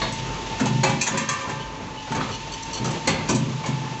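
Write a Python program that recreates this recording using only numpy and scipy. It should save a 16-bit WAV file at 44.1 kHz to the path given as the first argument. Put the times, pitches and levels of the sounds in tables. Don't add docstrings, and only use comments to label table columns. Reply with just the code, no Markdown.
import sys
import numpy as np
from scipy import signal
from scipy.fft import rfft, irfft
from scipy.io import wavfile
from scipy.ndimage import map_coordinates

SR = 44100
rng = np.random.default_rng(int(sys.argv[2]) if len(sys.argv) > 2 else 0)


def wav_record(signal):
    frames = np.transpose(np.atleast_2d(signal))
    bounded = np.clip(frames, -1, 1)
    quanta = np.round(bounded * 32767).astype(np.int16)
    wavfile.write(sys.argv[1], SR, quanta)


N = 176400
T = np.arange(N) / SR

# frequency in Hz, level in dB per Hz, t60 in seconds.
CONTACT = [(1500, -39, .1), (3020, -6, 0.38), (4500, 8.5, 0.092), (5300, 2, .09), (6000, 12.5, .09),
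           (6900, 11.5, .08), (8100, 5, 0.23), (8005, -18, 0.088)]


def amp(db):
    return 10 ** (np.asarray(db) / 20)


def unit(x):
    return x / np.sqrt(np.mean(x ** 2))


def curve(table, column=1):
    rows = np.array(table)
    return np.interp(T, rows[:, 0], rows[:, column])


def at_hz(table, hz, column=1):
    rows = np.array(table)
    return np.interp(np.log(np.maximum(hz, 1)), np.log(rows[:, 0]), rows[:, column])


def drift(rate_hz):
    hz = np.arange(N // 2 + 1) * SR / N
    return unit(irfft(rfft(rng.standard_normal(N)) * np.exp(-(hz / rate_hz) ** 2), N))


def tone(hz):
    return np.sqrt(2) * np.sin(2 * np.pi * (np.cumsum(hz) / SR + rng.random()))


def noise(colour, size, patchy_db=0, patch_hz=90.27):
    hz = np.arange(size // 2 + 1) * SR / size
    patches = np.interp(hz / patch_hz, np.arange(1024), rng.standard_normal(1024))
    gain = amp(at_hz(colour, hz) + patchy_db * patches * np.minimum(hz / 1000, 1))
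    low_cut = np.minimum(hz / colour[0][0], 1) ** 2
    return unit(irfft(rfft(rng.standard_normal(size)) * gain * low_cut, size))


def dense_ring(table, patchy_db=0, size=32768):
    hz = np.arange(size // 2 + 1) * SR / size
    spectrum = rfft(noise(table, size, patchy_db))
    centres = 62.5 * 2 ** np.arange(8)
    out = 0
    for centre, pick in zip(centres, np.eye(len(centres))):
        band = irfft(spectrum * np.interp(hz, centres, pick), size)
        decay = np.exp(-np.log(1000) * T[:size] / at_hz(table, centre, column=2))
        out += unit(band * decay) * np.sqrt(np.mean(band ** 2) * np.mean(decay ** 2))
    return out


def clear_ring(modes, size=65536, twin_gain=.79):
    t, out = T[:size], 0
    for (hz, db, t60), (phase, twin_phase, split) in zip(modes, rng.random((len(modes), 3))):
        twin_hz = hz + 16 * np.sqrt(hz / 1000) * (2 * split - 1)
        mode = np.sin(2 * np.pi * (hz * t + phase))
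        twin = np.sin(2 * np.pi * (twin_hz * t + twin_phase))
        out += amp(db) * np.exp(-np.log(1000) * t / t60) * (mode + twin_gain * twin)
    return out


def crack(sound, rise, punch=.59, punch_s=.049, tail_db=-2.5):
    t = T[:len(sound)]
    attack = np.sqrt(np.minimum(t / rise, 1))
    overshoot = punch * np.exp(-np.maximum(t - rise, 0) / punch_s)
    return sound * attack * amp(tail_db) * (1 + overshoot)


def add(track, start, db, sound, rise):
    i = int(start * SR)
    part = sound[:N - i]
    track[i:i + len(part)] += amp(db) * part * np.minimum(T[:len(part)] / rise, 1)


def pumps():
    # time in seconds, pitch in Hz, level in dB.
    main_pump = [(0, 898, -38.5), (.85, 891, -35.5), (1.02, 909, -54), (1.15, 869.5, -44), (1.5, 868, -51),
                 (1.85, 868, -45), (2.08, 862.7, -38), (2.22, 904.4, -45), (2.9, 904, -38),
                 (3.3, 897, -41.5), (3.52, 899, -53), (3.68, 871, -40), (4, 869, -39.5)]
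    second_pump = [(0, 875, -39.5), (1.3, 904, -69), (1.599, 892, -40.5), (2, 899.5, -49),
                   (2.501, 884, -44.5), (3.4, 872, -48.5), (3.75, 888, -43), (4, 895, -40)]
    wander, flutter_db = .003, 1
    out = 0
    for pump in (main_pump, second_pump):
        hz = curve(pump) * (1 + wander * drift(25))
        whine = tone(hz) + amp(-15) * tone(2 * hz) + amp(-15.5) * tone(3 * hz)
        out += whine * amp(curve(pump, column=2) + flutter_db * drift(32))
    return out


def motors():
    # time in seconds, level in dB.
    hum_level = [(0, -39.5), (.58, -42), (.9, -52), (1.45, -67), (1.62, -46), (1.73, -43), (1.95, -52),
                 (2.2, -47), (3.1, -50), (4, -59)]
    # pitch in Hz, level in dB.
    drone_tones = [(98, -51), (125, -53), (265, -50), (1035, -56)]
    # frequency in Hz, level in dB per Hz.
    rumble_colour = [(25, -9), (45, -21.5), (75, -4.5), (135, 3), (260, -2), (420, -3), (700, -9),
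                     (900, -6.5), (1150, -7.5), (1450, -14.5), (2500, -17), (8500, -58.5)]
    # time in seconds, level in dB.
    rumble_level = [(0, -37.5), (.6, -32.5), (1.05, -44.5), (1.6, -34), (1.92, -38), (2.25, -33),
                    (2.6, -36), (3.1, -33.5), (4, -37.5)]
    hum_hz, flutter_db = 49.3, 2.5
    hum = amp(curve(hum_level) + flutter_db * drift(12)) * tone(hum_hz * (1 + .036 * drift(8.3)))
    drone = sum(amp(db + 1.2 * drift(21)) * tone(hz * (1 + .00838 * drift(9.55)))
                for hz, db in drone_tones)
    rumble = amp(curve(rumble_level) + 3.05 * drift(10)) * noise(rumble_colour, N)
    return hum + drone + rumble


def oil(flicker_db=1):
    # frequency in Hz, level in dB per Hz.
    hiss_colour = [(300, -30), (1400, -4), (2000, 2), (2800, 5), (4000, 2.5), (5100, -1), (6400, 0.5),
                   (7600, -6.5), (8500, -43.5)]
    # time in seconds, level in dB.
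    hiss_level = [(0, -36), (.3, -38), (.55, -37), (.95, -37), (1.5, -39), (1.7, -44.5), (1.93, -44),
                  (2.25, -38), (2.5, -39.5), (2.8, -39.5), (2.95, -37.5), (3.22, -40.5), (3.45, -40),
                  (4, -41)]
    return noise(hiss_colour, N) * amp(curve(hiss_level) + flicker_db * drift(43))


def tools():
    # start in seconds, clank, ring and contact levels in dB,
    # rise in seconds.
    clanks = [(.013, -22, -37, -39.5, 0.0063), (.121, -60, -49.5, -35, 0.0039),
              (.515, -34.5, -48, -51, 0.013), (.594, -25, -31, -33, 0.0077),
              (.652, -28.5, -33, -31, 0.0054), (.830, -17.5, -17.5, -23.5, 0.0062),
              (.866, -27, -26, -36.5, 0.0035), (0.891, -36, -41, -33, 0.0031),
              (1.13, -30, -25, -46, 0.0091), (1.525, -40, -31.5, -49, 0.013),
              (2.068, -34.5, -45, -55, .006), (2.113, -32.5, -39, -39.5, 0.0062),
              (2.146, -30, -44, -37.5, 0.0036), (2.204, -27, -34.5, -47.5, 0.0044),
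              (2.843, -32, -36, -33, 0.0027), (2.902, -51, -43, -35, 0.0079),
              (3.072, -19, -18.5, -22, 0.0026), (3.111, -36, -34, -50, .004), (3.284, -23, -20, -21, 0.01),
              (3.345, -43, -34.5, -27.5, 0.0038), (3.633, -29.5, -41, -46, 0.0064),
              (3.656, -33.5, -30, -33, 0.0049)]
    # frequency in Hz, level in dB per Hz, t60 in seconds.
    frame_body = [(104, 1.5, 1), (200, -5.5, 0.12), (423, -1.5, 0.43), (706, -2, 0.49), (980, 3, 0.34),
                  (1390, -6, 0.61), (2410, -9, 0.41), (3400, -11, 0.59), (4600, -16.5, 0.48),
                  (5260, -22, .16), (8500, -53.5, 0.39)]
    # pitch in Hz, level in dB, t60 in seconds.
    frame_modes = [(361, -14.5, 0.56), (458, -18, 0.2), (541.5, -9, 0.52), (894, -21, 0.38),
                   (1033, -20, .35), (1174, -20.5, 0.43), (1810, -28.5, 0.36), (2324, -19, .25),
                   (2580, -24.5, 0.36), (3060, -29.5, 0.2)]
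    # start in seconds, level in dB.
    snaps = [(.836, -19), (3.077, -27.5)]
    # frequency in Hz, level in dB per Hz, t60 in seconds.
    snap_colour = [(900, -11, .04), (1700, -9.5, 0.056), (2400, 13, 0.081), (3150, -5, 0.066),
                   (4500, -1, 0.073), (5470, -3.5, .04), (6500, 0.5, .04), (8000, -8, 0.024)]
    out = np.zeros(N)
    for start, db, ring_db, contact_db, rise in clanks:
        add(out, start, db, crack(dense_ring(frame_body, patchy_db=6.5), rise), rise)
        add(out, start, ring_db, clear_ring(frame_modes), rise)
        add(out, start, contact_db, crack(dense_ring(CONTACT, patchy_db=3.5), rise), rise)
    for start, db in snaps:
        add(out, start, db, dense_ring(snap_colour, patchy_db=-1), rise=.0016)
    return out


def slide_stops(rise_s=.0014):
    # start in seconds, ring level in dB, pitch in Hz, t60 in seconds,
    # tick level in dB.
    clacks = [(.018, -22, 1125, 0.083, -26), (.662, -22, 840, 0.11, -31), (1.515, -32, 870, .16, -42),
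              (2.121, -24.5, 890, 0.17, -23), (2.212, -30, 1100, 0.055, -21)]
    # frequency in Hz, level in dB per Hz, t60 in seconds.
    tick_colour = [(600, -4, .03), (1500, 8.5, .025), (3400, -3.5, .035), (8000, -31.5, .02)]
    out = np.zeros(N)
    for start, db, hz, t60, tick_db in clacks:
        ring = tone(np.full(N, hz)) * np.exp(-np.log(1000) * T / t60)
        add(out, start, db, ring, rise_s)
        add(out, start, tick_db, dense_ring(tick_colour), rise_s)
    return out


def cabinet():
    # start in seconds, level in dB.
    thumps = [(0.021, -34), (.066, -28.5), (0.607, -17.5), (.648, -23), (0.743, -25.5), (0.839, -24.5),
              (0.885, -21), (1.105, -24), (1.144, -24.5), (2.104, -26.5), (2.172, -26), (2.799, -22.5),
              (2.843, -29), (3.08, -23.5), (3.112, -24.5), (3.291, -16), (3.328, -18), (3.459, -27),
              (3.682, -26)]
    # frequency in Hz, level in dB per Hz, t60 in seconds.
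    panel_body = [(45, -19.5, 0.26), (89, -1, 0.11), (146, -9.5, 0.4), (212, 7.5, 0.34), (305, -0.5, 0.72),
                  (395, 1, 0.17), (880, -33, 0.047)]
    # pitch in Hz, level in dB, t60 in seconds.
    panel_modes = [(125.6, -7.5, 0.27), (156.7, -8, 0.63), (215.3, -6.5, 0.4), (267.4, -5.5, 0.13)]
    # start in seconds, length in seconds, level in dB.
    shudders = [(.04, .22, -36), (.635, .17, -25), (.8, .19, -30), (1.26, .08, -36), (1.49, .15, -38.5),
                (2.83, .08, -29), (3.34, .21, -28.5), (3.67, .12, -29), (3.8, .14, -33)]
    # pitch in Hz, level in dB.
    shudder_modes = [(128, 2), (156, 0.5), (216, -9)]
    thump_rise_s, body_db = .0066, -3.5
    fade_s, wander, flutter_db = .023, .045, 2
    out = np.zeros(N)
    for start, db in thumps:
        add(out, start, db + body_db, dense_ring(panel_body), thump_rise_s)
        add(out, start, db, clear_ring(panel_modes), thump_rise_s)
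    for start, length, db in shudders:
        shake = sum(amp(mode_db + flutter_db * drift(22)) * tone(hz * (1 + wander * drift(37)))
                    for hz, mode_db in shudder_modes)
        envelope = np.exp(-np.maximum(T - length, 0) / fade_s)
        add(out, start, db, unit(shake) * envelope, fade_s)
    return out


def falling_piece():
    # start in seconds, levels in dB of clatter, chute ring,
    # contact and piece ring, rise in seconds.
    bounces = [(1.008, -30.5, -52.5, -20.5, -17, 0.0086), (1.064, -21, -26.5, -29, -28.5, 0.0044),
               (1.171, -24.5, -27.5, -29.5, -23.5, 0.0051), (1.205, -42.5, -41.5, -46, -35, 0.004),
               (1.286, -24.5, -24.5, -25, -24, 0.0048), (1.325, -36.5, -35, -38, -46, 0.0074),
               (1.407, -38, -34.5, -53, -36, 0.0026), (1.486, -37.5, -32, -44, -33, 0.011)]
    # frequency in Hz, level in dB per Hz, t60 in seconds.
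    chute_body = [(397, 2.5, 0.64), (780, -3, 0.2), (1160, 6, 0.53), (1400, -5.5, .6), (1780, 3, 0.27),
                  (2500, 1, 0.29), (3000, -14.5, .4), (3700, -2, 0.24), (4870, -21, 0.18), (6370, 2, 0.18),
                  (8500, -18, 0.24)]
    # pitch in Hz, level in dB, t60 in seconds.
    chute_modes = [(546.5, -13.5, 1.7), (1007, -13, 2.6), (1040, -17.5, 1.8), (1140, -20.5, .6),
                   (1184, -10.5, 0.63), (1211, -20, 1.1), (1320, -21, .6), (1574, -13.5, 1),
                   (1620, -13.5, 0.66), (1750, -12.5, .7), (1804, -10.5, .7), (2153, -19.5, .9),
                   (2260, -18, 0.8), (2340, -20.5, .8), (2449, -15.5, 0.54), (2730, -13.5, 0.81),
                   (3150, -19.5, .8)]
    piece_modes = [(1780, -14, 0.14), (2390, -10.5, 0.099), (2480, -7, 0.12), (2660, -11, 0.17),
                   (3298, -11, 0.18), (4040, -17, 0.21), (4570, -14, 0.076), (5460, -10.5, 0.069),
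                   (6040, -13, .14), (6450, -6.5, 0.061), (6900, -13.5, 0.11), (6907, -18, .14),
                   (7100, -14.5, .09), (7480, -12, 0.2)]
    out = np.zeros(N)
    for start, db, ring_db, contact_db, piece_db, rise in bounces:
        add(out, start, db, crack(dense_ring(chute_body, patchy_db=6.5), rise), rise)
        add(out, start, ring_db, clear_ring(chute_modes), rise)
        add(out, start, contact_db, crack(dense_ring(CONTACT, patchy_db=3.5), rise), rise)
        add(out, start, piece_db, crack(clear_ring(piece_modes), rise), rise)
    return out


def slide_scrapes():
    # start in seconds, level in dB, length in seconds,
    # brightness in dB per octave.
    scrapes = [(1.599, -39.5, 0.036, -27), (1.97, -42, 0.035, -20), (2.311, -35.5, 0.046, -3.5),
               (2.514, -38, 0.038, 0.5), (2.576, -55, 0.017, -7), (2.621, -38.5, .014, 16),
               (2.65, -47.5, 0.035, 11), (2.728, -32, 0.035, 1.5), (2.772, -33, 0.012, -1),
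               (2.849, -39.5, 0.044, 14)]
    # centre in Hz, width in Hz, level in dB.
    resonances = [(3020, 240, 0), (3420, 260, -5.5), (4390, 330, 0.5), (5800, 300, -2), (6230, 260, -1),
                  (7380, 480, -8.5)]
    grain_db, pitch_scatter, sag_per_s, release_s = -3, .02, .3, .0096
    hz = np.arange(N // 2 + 1) * SR / N
    body = sum(amp(db) / (1 + 2j * (hz - centre) / width) ** 2 for centre, width, db in resonances)
    low_hz, high_hz = resonances[0][0], resonances[-1][0]
    octaves = np.log2(np.clip(hz, low_hz, high_hz) / low_hz)
    out = np.zeros(N)
    for start, db, length, tilt_db in scrapes:
        grit = rng.standard_normal(N) * amp(grain_db * drift(400))
        friction = unit(irfft(rfft(grit) * body * amp(tilt_db * octaves), N))
        sag = sag_per_s * (np.minimum(T, 2 * length) - length / 2)
        speed = 1 + pitch_scatter * rng.standard_normal() - sag
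        squeak = map_coordinates(friction, [np.cumsum(speed[:N // 8])], order=3)
        envelope = np.exp(-np.maximum(T[:len(squeak)] - length, 0) / release_s)
        add(out, start, db, squeak * envelope, rise=.0041)
    return out


def workshop_echo(sound, build_s=.0053):
    # frequency in Hz, level in dB per Hz, t60 in seconds.
    room = [(100, 1.5, 0.84), (1000, 3, 0.81), (3950, 5, 0.39), (8500, -10, 0.46)]
    tail = dense_ring(room)
    tail *= np.minimum(T[:len(tail)] / build_s, 1) ** 2
    return signal.fftconvolve(sound, tail / np.sqrt(np.sum(tail ** 2)))[:N]


def scene():
    work = tools() + cabinet() + falling_piece() + slide_scrapes() + slide_stops()
    return (work + amp(-13) * workshop_echo(work) + pumps() + motors() + oil())[None]


def record(dry):
    top_hz = 8150
    return signal.sosfilt(signal.ellip(10, .3, 80, top_hz, fs=SR, output="sos"), dry)


dry = scene()
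out = record(dry)
wav_record(out)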